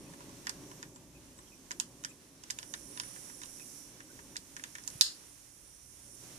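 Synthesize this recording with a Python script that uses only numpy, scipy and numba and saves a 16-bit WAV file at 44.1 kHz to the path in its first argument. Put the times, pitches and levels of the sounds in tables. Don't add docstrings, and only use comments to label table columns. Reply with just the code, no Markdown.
import sys
import numpy as np
from scipy import signal
from scipy.fft import rfft, irfft, next_fast_len
from scipy.io import wavfile
from scipy.ndimage import uniform_filter1d, minimum_filter1d
from numba import njit

SR = 44100
rng = np.random.default_rng(int(sys.argv[2]) if len(sys.argv) > 2 else 0)


def int16_out(signal):
    q = np.round(np.clip(np.atleast_2d(signal).T, -1, 1) * 32767)
    wavfile.write(sys.argv[1], SR, q.astype(np.int16))


N = 281773
LEFT_LAG = 15
HISS_TOP_HZ = 14550


def undb(db):
    return 10 ** (np.asarray(db) / 20)


def curves(table):
    s, *columns = np.transpose(table)
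    return [np.interp(np.arange(N) / SR, s, column) for column in columns]


def noise(points, channels=2):
    size = next_fast_len(N, True)
    hz = np.arange(1, size // 2 + 2) * SR / size
    point_hz, point_db = np.array(points).T
    gain = undb(np.interp(np.log(hz), np.log(point_hz), point_db)) * (hz < HISS_TOP_HZ)
    spectrum = rfft(rng.standard_normal((channels, size))) * gain
    shaped = irfft(spectrum, size)[:, :N]
    return shaped / shaped.std()


def walk(rate):
    hold = int(SR / rate)
    steps = np.repeat(rng.standard_normal(N // hold + 1), hold)
    return 1.3 * uniform_filter1d(uniform_filter1d(steps, hold), hold)[:N]


def pair(x, alike, lag=0):
    alike = np.clip(alike, 0, 1)
    left = alike * np.roll(x[0], lag) + np.sqrt(1 - alike ** 2) * x[1]
    return np.array([left, x[0]])


def narrow(hz, width):
    peak = [(hz - 3 * width, -40), (hz - width / 2, -3), (hz, 0), (hz + width / 2, -3), (hz + 3 * width, -40)]
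    return pair(noise(peak), 0.13, LEFT_LAG)


# start_s [s], hum_level_db [dB], air_level_db [dB]
BACKGROUND_LEVELS = [(0, -53.5, -59.5), (.35, -53.5, -57.5), (.65, -54.5, -58.5), (.95, -57.5, -64),
                     (1.4, -61, -62.5), (1.75, -57, -63.5), (2.25, -61.5, -64), (2.7, -59, -60.5),
                     (3.25, -61, -58), (3.85, -60.5, -60.5), (4.2, -58.5, -62), (4.7, -62.5, -60.5),
                     (5, -63, -58), (5.25, -68, -60.5), (5.8, -70, -66), (6.05, -64, -62), (6.39, -61, -57)]
# pitch_hz [Hz], relative_density_db [dB per Hz]
HUM_COLOUR = [(50, -47), (85, -23), (113, -2), (184, -2), (215, -6), (295, 3), (329, -3.5), (417, -6.5),
              (451, -16.5), (555, -8), (689, -20), (900, -16.5), (1170, -21), (1980, -120)]
# pitch_hz [Hz], relative_density_db [dB per Hz]
AIR_COLOUR = [(400, -3), (700, -7.5), (1200, -8), (2000, -7.5), (3500, -8.5), (6000, -9), (10000, -16.5),
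              (14500, -18)]
# pitch_hz [Hz], relative_density_db [dB per Hz]
RUMBLE_COLOUR = [(15, -34), (28, -16), (38, -3), (52, -5.5), (60, 0), (68, -20), (85, 2), (110, -42)]
# pitch_hz [Hz], middle_rms_level_db [dB]
MAINS_TONES = [(59.5, -77), (119.8, -72)]
RUMBLE_DB, RUMBLE_SWING_DB, RUMBLE_PER_S = -72.5, 3.5, 3


def background():
    hum_db, air_db = curves(BACKGROUND_LEVELS)
    t = np.arange(N) / SR
    tones = 0
    for hz, db in MAINS_TONES:
        tones = tones + np.sqrt(2) * undb(db + 3.5 * walk(4.5)) * np.sin(2 * np.pi * hz * t)
    hum = pair(noise(HUM_COLOUR), 0.94) * undb(hum_db + 1.5 * walk(14))
    air = pair(noise(AIR_COLOUR), 0.2) * undb(air_db + 1.3 * walk(20))
    rumble = pair(noise(RUMBLE_COLOUR), 0.86) * undb(RUMBLE_DB + RUMBLE_SWING_DB * walk(RUMBLE_PER_S))
    return hum + rumble + air + tones


WHISTLE_HZ, WHISTLE_WIDTH_HZ = 9370, 120
WHISTLE_BLUR = 0.292
# start_s [s], pitch_offset_hz [Hz]
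WHISTLE_DRIFT_HZ = [(0, 31), (2.92, 29.5), (3.02, 550.5), (3.12, 330), (3.3, 550), (3.42, -50), (5.2, -32),
                    (6.39, 30)]


def whistle():
    drift_hz = curves(WHISTLE_DRIFT_HZ)[0] * (1 + WHISTLE_BLUR * walk(150))
    turn = np.exp(2j * np.pi * np.cumsum(drift_hz) / SR)
    analytic = signal.hilbert(narrow(WHISTLE_HZ, WHISTLE_WIDTH_HZ), next_fast_len(N))[:, :N]
    return np.real(analytic * turn)


# start_s [s], jet_level_db [dB],
# vents_facing_right [0-1], whistle_over_jet_db [dB]
IRON_TURNS = [(0, -59, 0, -17), (.5, -57.5, 0, -10), (.7, -58.5, .15, -14), (.95, -63, 0, -23),
              (1.9, -61, 0.53, -17), (2.4, -64, 0.5, -13), (2.7, -56, 1, -1.5), (2.95, -54.5, 1, 1.5),
              (3.3, -53, 1, -2), (3.8, -53, 0.68, -9), (4.0, -58, .4, -9), (4.6, -58, 0.35, -8),
              (4.95, -54.5, 0.66, -13), (5.25, -60, 0.83, -7.5), (5.9, -59, 0.56, 0), (6.25, -55, 0.5, -2),
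              (6.39, -55.5, .7, -4)]
# pitch_hz [Hz], relative_density_db [dB per Hz]
GAS_COLOUR = [(2000, -70), (3500, -37), (5000, -10), (6500, -2), (8300, -7), (10500, -21.5), (12000, -11),
              (14500, -13)]
# pitch_hz [Hz], width_hz [Hz], relative_level_db [dB]
VENT_BANDS = [(5740, 350, -7.5), (7560, 810, -15), (8950, 190, -11), (9630, 920, -8.5), (10190, 1740, -5.5)]


def jet():
    db, facing, whistle_db = curves(IRON_TURNS)
    vents_db = -0.5 + 6 * facing
    pan_db = -9.5 - 5 * facing
    left = np.array([pan_db, 0 * pan_db])
    gas = pair(noise(GAS_COLOUR), 0.14, LEFT_LAG) * undb(1.07 * walk(9) + 0.92 * left)
    for hz, width, vent_db in VENT_BANDS:
        vent_level_db = vent_db + vents_db + 2.0 * walk(8) + left * hz / 9500
        gas = gas + narrow(hz, width) * undb(vent_level_db)
    gas = gas + whistle() * undb(whistle_db + 1.7 * walk(9) + 0.91 * left)
    return gas * undb(db)


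CHIRP_S, CHIRP_WIDTH = 0.017, 0.06
# centre_s [s], level_db [dB], pitch_hz [Hz]
TOOL_CHIRPS = [(.075, -62, 2540), (.225, -73, 2700), (.96, -57, 7400), (1.165, -64.5, 2580),
               (1.39, -58, 8000), (1.48, -65.5, 3200), (1.535, -62.5, 2520), (2.1, -56, 7460),
               (2.11, -61, 2560), (3.17, -62, 1770), (3.615, -58.5, 2520), (4.105, -62, 1520)]


def chirps():
    t = np.arange(N) / SR
    out = 0
    for s, db, hz in TOOL_CHIRPS:
        envelope = np.exp(-((t - s) / CHIRP_S) ** 2)
        out = out + undb(db) * envelope * narrow(hz, CHIRP_WIDTH * hz)
    return out


def ring(modes, tune=1.):
    t = np.arange(2048) / SR
    y = 0
    for k, (hz, db, t60) in enumerate(modes):
        tone = np.sin(2 * np.pi * hz * tune * t) * 1000. ** (-t / t60)
        y = y + (-1) ** k * undb(db) * tone
    highpass = signal.butter(4, 0.85 * modes[0][0], "high", fs=SR, output="sos")
    return signal.sosfilt(highpass, y)


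# low_body_db [dB], high_body_db [dB], cap_db [dB], sleeve_db [dB]
TOOL_CLICKS = [(0.1359, -49, 1, -2, -14, -17), (.205, -49.5, 6.5, -12, -8, -17),
               (.2927, -48, -1, -12, -22, -15), (0.4682, -28.5, -6.5, -3.5, -13, -12.5),
               (0.4935, -23.5, -14, -17, -20, -17.5), (0.7136, -46.5, 3, -6, -6.5, -16),
               (0.8273, -35.5, -10, -4, -19, -14.5), (.9595, -48, 0.5, -13, -16, -15),
               (1.388, -48.5, 1.5, -11, -13, -13), (1.7078, -33, -7.5, -2.5, -16, -16),
               (1.7147, -27, -16, -24, -17, -15.5), (1.7989, -14.5, -19.5, -25, -17.5, -17.5),
               (2.0373, -35.5, -11, -7, -13, -15), (2.0473, -24.5, -21, -11, -13.5, -20),
               (2.4362, -38, -9.5, -16, -12, -18), (2.5011, -34.5, -13, -2.5, -6, -12),
               (2.5057, -21.5, -26, -22, -21, -18), (2.5863, -29.5, -17, -13.5, -11, -15),
               (2.628, -38.5, -7, -9, -8, -11), (2.7376, -28, -12, -9, -14.5, -12),
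               (2.9738, -38.5, -3, -5, -7, -7.5), (2.9982, -25, -11.5, -14.5, -11.5, -12),
               (3.0342, -39, -20, -6, -17, -18), (3.1604, -47, -16, 0.5, -18, -22),
               (3.2967, -43.5, -5, -5, -23, -24), (3.4158, -38.5, -10, -8, -19, -14),
               (3.4336, -36, -8, -12, -10.5, -11.5), (3.458, -38, -30, -30, -19, -21),
               (3.5954, -45.5, -6.5, -5, -19, -16), (4.0039, -46, -7, 2.5, -22, -24),
               (4.1894, -55.5, 7, 9, -13, -15), (4.3569, -46, -4, 6.5, -21, -8),
               (4.366, -26, -28, -27, -20, -14), (4.565, -34, -15, -4.5, -12.5, -27),
               (4.5948, -46.5, -6, 3, -12, -11), (4.6374, -30.5, -16, -7, -12, -14),
               (4.752, -35, -16, -3.5, -17, -20), (4.7828, -41.5, -10, -2.5, -17, -19),
               (4.837, -40, -20, -18, -29, -22), (4.8753, -23, -21.5, -28, -25, -24),
               (4.901, -38, -22, -17, -22, -21), (5.01, 2.5, -33, -24.5, -19, -10.5)]
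# pitch_hz [Hz], relative_level_db [dB], t60_s [s]
LATCH_MODES = [(5370, -4, 0.0024), (6460, -8, 0.003), (7120, -5.5, 0.0066), (7570, 4.5, 0.0004)]
HANDLE_MODES = [(977, -6.5, 0.04), (1315, -9.5, 0.0062), (1522, 2.5, 0.0036), (1657, 7.5, 0.0075),
                (2230, -12.5, 0.0091)]
CAP_MODES = [(2770, -16.5, 0.011), (2816, 7, 0.0045)]
SLEEVE_MODES = [(3634, 1, 0.018), (4290, -2, 0.0024), (4346, -8.5, 0.011), (4680, 6, 0.0043)]
SPRING_MODES = [(8900, -44, 0.0013), (12200, -36, 0.0013), (13300, -35, 0.0019)]
DETUNE = 0.025
SPRING_SHARE_DB, SPRING_RISE = -8, 0.15
CLICK_PAN_DB = -8.5
ROOM_SHARE_DB, ROOM_RISE = -1.5, 0.13
RATTLE_MS, SENT_MS = 2.07, 0.35


def clicks():
    size = 512
    t_ms = 1000 * np.arange(size) / SR
    chance = rng.standard_normal((len(TOOL_CLICKS), size))
    direct, sent = np.zeros((2, N + 8 * size)), np.zeros((1, N + 8 * size))
    part_modes = (LATCH_MODES, HANDLE_MODES[:2], HANDLE_MODES[2:], CAP_MODES, SLEEVE_MODES, SPRING_MODES)
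    shades = (2.17, 0.2, 0.053, 0.062, 0.79, 0.5)
    for (s, db, *shares_db), c in zip(TOOL_CLICKS, chance):
        blows = c * np.exp(-t_ms / RATTLE_MS) * np.clip(t_ms / 0.17 - 1, 0, 1)
        blows[20] = 3.2
        i = int(s * SR)
        part_shares_db = (0, *shares_db, SPRING_SHARE_DB + SPRING_RISE * db)
        for k, (modes, share_db, shade) in enumerate(zip(part_modes, part_shares_db, shades)):
            part = np.convolve(ring(modes, 1 + DETUNE * c[k]), np.hanning(5))
            energy = np.sum(part ** 2)
            y = signal.fftconvolve(blows, part)
            y = y * np.sqrt(energy / np.sum(y ** 2))
            half_pan_db = shade * CLICK_PAN_DB / 2
            direct[0, i + LEFT_LAG:i + LEFT_LAG + len(y)] += y * undb(db + share_db + half_pan_db)
            direct[1, i:i + len(y)] += y * undb(db + share_db - half_pan_db)
            brief = part[:size] * np.exp(-t_ms / SENT_MS)
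            brief = brief * np.sqrt(energy / np.sum(brief ** 2))
            sent[0, i:i + size] += brief * undb(db + share_db + ROOM_SHARE_DB + ROOM_RISE * db)
    return direct[:, :N], sent[:, :N]


ROOM_T60_S, TAIL_DB = 0.24, 1.5
TAIL_DELAY_S = 0.0019
ECHO_S, ECHO_DB, ECHO_SPREAD_S = 0.0094, -3, 0.00077
TREBLE_HZ, TREBLE_LOSS_DB_S = 7500, 120
# pitch_hz [Hz], relative_density_db [dB per Hz]
ECHO_COLOUR = [(800, -5.5), (1800, -2), (3000, 2.5), (4500, -1), (6200, 5.5), (8000, 0.5), (11000, -2),
               (14000, 0.5)]


def walls(x):
    t = np.arange(SR // 2) / SR
    scatter = undb(13.0) * 1000. ** (-t / 0.055)
    decay = 1000. ** (-t / ROOM_T60_S) + scatter
    decay = decay * (1 + undb(ECHO_DB) * np.exp(-((t - ECHO_S) / ECHO_SPREAD_S) ** 2))
    echoes = noise(ECHO_COLOUR)[:, :len(t)]
    low = signal.sosfiltfilt(signal.butter(2, TREBLE_HZ, fs=SR, output="sos"), echoes)
    treble = (echoes - low) * undb(-TREBLE_LOSS_DB_S * t)
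    tail = (low + treble) * decay * np.clip(t / TAIL_DELAY_S - 0.5, 0, 1)
    tail = tail * undb(TAIL_DB) / np.sqrt(np.sum(tail ** 2, axis=1, keepdims=True))
    return signal.fftconvolve(tail, x, axes=1)[:, :N]


# centre_s [s], level_db [dB], pitch_hz [Hz]
BENCH_THUDS = [(4.958, -42.5, 139)]


def thuds():
    t, out = np.arange(N) / SR, 0
    for s, db, hz in BENCH_THUDS:
        envelope = np.exp(-((t - s) / 0.0054) ** 2)
        out = out + undb(db) * envelope * np.sin(2 * np.pi * hz * (t - s))
    return out


def scene():
    direct, sent = clicks()
    return background() + jet() + chirps() + direct + walls(sent) + thuds()


@njit
def duck(peak, top, attack, release, strength):
    gain, level = np.ones(len(peak)), 0.
    for i in range(len(peak)):
        level += (peak[i] - level) * (attack if peak[i] > level else release)
        if level > top:
            gain[i] = (top / level) ** strength
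    return gain


MIC_TOP_HZ, TOP_HZ = 14700, 16600
CEILING = 0.85
# threshold [amplitude], attack_s [s], release_s [s], strength [0-1]
GAIN_CONTROL = [(0.08, 0.00079, 0.0088, 0.34)]


def record(dry):
    dry = signal.sosfilt(signal.butter(4, MIC_TOP_HZ, fs=SR, output="sos"), dry)
    peak = -minimum_filter1d(-np.abs(dry).max(axis=0), size=257, origin=128)
    for top, attack_s, release_s, strength in GAIN_CONTROL:
        dry = dry * duck(peak, top, 1 / (attack_s * SR), 1 / (release_s * SR), strength)
    rounded = CEILING * np.tanh(dry / CEILING)
    return signal.sosfilt(signal.ellip(10, 0.2, 80, TOP_HZ, fs=SR, output="sos"), rounded)


dry = scene()
out = record(dry)
int16_out(out)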